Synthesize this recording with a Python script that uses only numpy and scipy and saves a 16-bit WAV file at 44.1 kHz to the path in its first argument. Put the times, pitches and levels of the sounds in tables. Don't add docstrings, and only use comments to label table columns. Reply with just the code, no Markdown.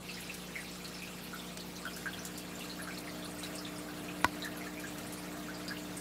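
import sys
import numpy as np
from scipy import signal
from scipy.fft import rfft, irfft, next_fast_len
from scipy.io import wavfile
from scipy.ndimage import uniform_filter1d

SR = 44100
rng = np.random.default_rng(int(sys.argv[2]) if len(sys.argv) > 2 else 0)


def to_wav(s):
    ch = np.atleast_2d(s).T
    pcm = np.round(np.clip(ch, -1, 1) * 32767)
    wavfile.write(sys.argv[1], SR, pcm.astype(np.int16))


N = 264717
T = np.arange(N) / SR


def from_db(db):
    return 10 ** (np.asarray(db) / 20)


def rms_one(x):
    return x / np.sqrt(np.mean(x ** 2) + 1e-20)


def gain_at_mic(near, far_db, near_db):
    return from_db(far_db + (near_db - far_db) * near)


def spectrum_gain(spectrum, hz):
    row_hz, row_db = np.transpose(spectrum)
    return from_db(np.interp(np.log(np.maximum(hz, 1)), np.log(row_hz), row_db))


def fade(t, t60):
    return np.exp(-np.log(1000) * t / t60)


def add(out, start_s, sound):
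    i = int(np.clip(round(start_s * SR), 0, N - 1))
    out[i:i + len(sound)] += sound[:N - i]


def lowpass(x, hz):
    return signal.lfilter(*signal.butter(2, hz, fs=SR), x)


def noise(gain_at):
    size = next_fast_len(N)
    spectrum = rfft(rng.standard_normal(size)) * gain_at(np.fft.rfftfreq(size, 1 / SR))
    return rms_one(irfft(spectrum, size)[:N])


def drift(rate_hz):
    return noise(lambda hz: 1 / (1 + (hz / rate_hz) ** 2))


def tank_echoes(t60, direct=0.27, room_db=-13, room_t60=0.7, build_s=0.0087):
    t = T[:SR // 3]
    reflections = rng.standard_normal(len(t)) * (rng.random(len(t)) < 4000 / SR)
    early = reflections * fade(t, t60) * (1 - fade(t, build_s))
    late = rng.standard_normal(len(t)) * fade(t, room_t60)
    path = early / np.linalg.norm(early) + from_db(room_db) * late / np.linalg.norm(late)
    path[0] += direct
    return path / np.linalg.norm(path)


def lamp():
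    # pitch in Hz, rms level in dB.
    whine = [(13383, -80), (13625, -81), (13684, -81), (13803, -78), (14282, -84), (14583, -83),
             (14643, -83), (14766, -83)]
    return sum(np.sqrt(2) * from_db(db) * np.sin(2 * np.pi * (hz * T + rng.random()) + drift(2))
               for hz, db in whine)


def rumble(near):
    # frequency in Hz, relative spectral density in dB.
    rush_spectrum = [(25, -42), (42, -23), (70, -18.5), (100, -3.5), (140, -5), (220, -1.5), (310, -4.5),
                     (390, -6.5), (520, -7), (700, -8), (800, -7.5), (1100, -11), (1600, -18),
                     (3000, -21.5), (16000, -44.5)]
    return gain_at_mic(near, far_db=-52.5, near_db=-50) * noise(lambda hz: spectrum_gain(rush_spectrum, hz))


def pump(near, mains_hz=60.02, level_waver=0.062, phase_waver_rad=0.16):
    # multiple of the mains, rms level in dB from afar, the same close up.
    hum = [(.5, -75, -78), (1, -62, -62.5), (2, -71, -65.5), (2.5, -63, -62.5), (3, -52.5, -51),
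           (4, -58.5, -57.5), (5, -59.5, -49), (6, -62, -62.5), (7, -63.5, -60), (8, -61.5, -59.5),
           (9, -73, -67)]
    # centre in Hz, half-width in Hz, rms level close up in dB.
    housing = [(633, 14.5, -58.5), (689, 13.6, -59.5)]
    out = np.zeros(N)
    for multiple, far_db, near_db in hum:
        phase = 2 * np.pi * (multiple * mains_hz * T + rng.random()) + phase_waver_rad * drift(6.1)
        level = gain_at_mic(near, far_db, near_db) * (1 + level_waver * drift(3.1))
        out += np.sqrt(2) * level * np.sin(phase)
    distance_loss_db = 11.7 * (1 - near) ** 2
    for centre, width, db in housing:
        out += from_db(db - distance_loss_db) * noise(lambda hz: 1 / (1 + ((hz - centre) / width) ** 2))
    return out


def glass_click(start_s=4.2446, snap_hz=1400):
    # pitch in Hz, relative level in dB, seconds to fall 60 dB.
    glass_modes = [(97.5, -23, .055), (266, -28, 0.049), (320, -20, 0.038), (635, -32, 0.011),
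                   (1005, -14.5, 0.054), (1098, -8, 0.023), (1483, -20, 0.05), (1990, -24, 0.036),
                   (2690, -24, 0.015), (4040, -29, 0.013)]
    # delay in seconds, signed gain.
    near_echoes = [(.0022, -0.85), (.004, 0.17)]
    t, out = T[:SR // 4], np.zeros(N)
    snap = from_db(-6) * np.cos(2 * np.pi * snap_hz * t) * fade(t, 0.0028)
    crack = from_db(-23) * rng.standard_normal(len(t)) * fade(t, 0.016)
    contact = lowpass(snap, 4500) + lowpass(crack, 11000)
    ring = sum(from_db(db - 4) * np.sin(2 * np.pi * hz * t) * fade(t, t60) for hz, db, t60 in glass_modes)
    ring *= 1 - fade(t, 0.0072)
    add(out, start_s, contact + ring)
    for delay_s, gain in near_echoes:
        add(out, start_s + delay_s, gain * lowpass(contact, 2200))
    add(out, start_s, from_db(-27) * signal.fftconvolve(contact + ring, tank_echoes(0.13)))
    bass_cut = signal.butter(4, 68, "high", fs=SR, output="sos")
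    return signal.sosfilt(bass_cut, out)


def droplets(bursts, band_hz, t60, gain_db):
    out, t = np.zeros(N), T[:SR // 5]
    band = signal.butter(2, band_hz, "band", fs=SR, output="sos")
    for start_s, db in bursts:
        crackle = rng.standard_normal(len(t)) * (rng.random(len(t)) < 6000 / SR)
        add(out, start_s, from_db(db + gain_db) * rms_one(signal.sosfilt(band, crackle)) * fade(t, t60))
    return out


def spray():
    # start in seconds, relative level in dB.
    bursts = [(.341, -47.5), (.878, -52), (1.019, -52), (1.962, -45), (2.250, -44.5), (2.377, -44.5),
              (2.592, -50), (2.982, -47.5), (3.433, -47.5), (3.552, -52), (4.447, -48), (4.797, -48.5),
              (4.982, -49), (5.124, -48.5), (5.680, -54), (5.967, -49)]
    return droplets(bursts, band_hz=(4160, 13000), t60=0.15, gain_db=2.5)


def surface_pops():
    # start in seconds, relative level in dB.
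    pops = [(.846, -48), (1.573, -36.5), (1.609, -44), (1.852, -43), (3.433, -46), (5.680, -40)]
    return droplets(pops, band_hz=(1500, 8900), t60=0.024, gain_db=0.5)


def ping(hz, cycles, rise, swell_cycles=8):
    t60 = cycles / hz
    t = T[:int(t60 * SR) + 2]
    phase = 2 * np.pi * hz * t * (1 + rise * t / t60)
    return np.sin(phase) * fade(t, t60) * (1 - fade(t, swell_cycles / hz))


def trickle(near, spread_db=4.5, bunching_db=1.12):
    # frequency in Hz, relative spectral density in dB.
    bubble_spectrum = [(900, -10), (1200, 5), (1600, 4.5), (2000, 2.5), (2600, -0.5), (3100, -4),
                       (4200, -2.5), (6200, -9.5), (7500, -5.5), (9300, -11.5), (10800, -8.5), (12500, -15),
                       (14000, -8.5), (16000, -23)]
    chance = 65 / SR * from_db(bunching_db * drift(10))
    gurgle, patter, fizz = np.zeros((3, N))
    for hz in np.geomspace(950, 15000, num=44):
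        born = np.flatnonzero(rng.random(N) < chance * np.sqrt(hz / 3000))
        strength_db = spread_db * np.minimum(rng.exponential(1, len(born)), 3)
        kicks = np.zeros(N)
        kicks[born] = from_db(strength_db) * rng.choice([-1, 1], len(born))
        bubble = signal.fftconvolve(ping(hz, cycles=28, rise=0), tank_echoes(0.12, direct=0.35))
        band = rms_one(signal.oaconvolve(kicks, bubble)[:N]) * spectrum_gain(bubble_spectrum, hz)
        layer = gurgle if hz < 2200 else patter if hz < 6200 else fizz
        layer += band * np.sqrt(hz)
    return (gain_at_mic(near, far_db=-57.5, near_db=-54) * rms_one(gurgle)
            + gain_at_mic(near, far_db=-52, near_db=-54) * rms_one(patter)
            + from_db(-56) * rms_one(fizz))


def stray_drops(per_s=5, low_hz=3500, high_hz=12000):
    draws = rng.random((int(per_s * N / SR), 3))
    return [(when * N / SR, low_hz * (high_hz / low_hz) ** size, -52.5 + 5 * force)
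            for when, size, force in draws]


def drips(splash_db=-21, splash_t60=0.013, echo_t60=0.12, typical_db=-40.5):
    # start in seconds, bubble pitch in Hz, relative level in dB.
    loud_drops = [ (.088, 2640, -42), (.141, 5100, -45.5), (.171, 1950, -47), (.206, 10900, -47),
                  (.296, 2570, -39), (.556, 2124, -36.5), (.586, 1920, -42.5), (.846, 4300, -43.5),
                  (1.021, 2510, -42), (1.074, 2750, -46), (1.332, 1410, -40.5), (1.393, 3500, -46),
                  (1.600, 4270, -45), (1.853, 1445, -36), (1.875, 3190, -45.5), (1.934, 5240, -47),
                  (1.966, 1590, -47), (2.058, 1554, -34), (2.131, 3250, -43.5), (2.182, 1520, -46.5),
                  (2.191, 5810, -46), (2.252, 7250, -45), (2.607, 2770, -44.5), (2.697, 4150, -43),
                  (2.793, 1660, -43), (2.821, 10900, -44.5), (2.874, 1530, -42.5), (2.907, 2260, -45),
                  (2.975, 4250, -42.5), (3.072, 2060, -45.5), (3.223, 3510, -47), (3.255, 4270, -44.5),
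                  (3.387, 8400, -47), (3.433, 3940, -40.5), (3.552, 8400, -45), (3.583, 5100, -43),
                  (3.650, 3550, -41), (3.885, 1530, -45), (4.084, 2590, -43), (4.422, 3950, -38.5),
                  (4.435, 1830, -42), (4.456, 1750, -37.5), (4.610, 2100, -45), (4.668, 1750, -43),
                  (4.772, 2360, -46), (4.838, 1660, -41), (4.871, 7790, -48), (5.125, 10800, -47),
                  (5.485, 1530, -43), (5.680, 4860, -40), (5.708, 1620, -37.5), (5.769, 2840, -43.5),
                  (5.97, 8640, -42)]
    out, t = np.zeros(N), T[:SR // 20]
    splash_band = signal.butter(2, [2500, 11000], "band", fs=SR, output="sos")
    for start_s, hz, db in loud_drops + stray_drops():
        splash = signal.sosfilt(splash_band, rng.standard_normal(len(t)))
        drop = from_db(splash_db) * splash * fade(t, splash_t60)
        add(drop, 0, ping(hz, cycles=29, rise=0.0039))
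        direct = 0.47 * from_db(0.36 * (db - typical_db))
        heard = signal.fftconvolve(drop, tank_echoes(echo_t60, direct))
        peak_rms = np.sqrt(uniform_filter1d(heard ** 2, size=530).max())
        add(out, start_s, heard * from_db(db - 1) / peak_rms)
    return out


def scene(move_start_s=0.87, move_end_s=3.7):
    near = np.clip((T - move_start_s) / (move_end_s - move_start_s), 0, 1)
    bed = trickle(near) + pump(near) + rumble(near) + lamp()
    return (bed + glass_click() + spray() + surface_pops() + drips())[None, :]


def record(dry, cutoff_hz=15700):
    return signal.sosfilt(signal.ellip(12, 0.1, 70, cutoff_hz, fs=SR, output="sos"), dry)


dry = scene()
out = record(dry)
to_wav(out)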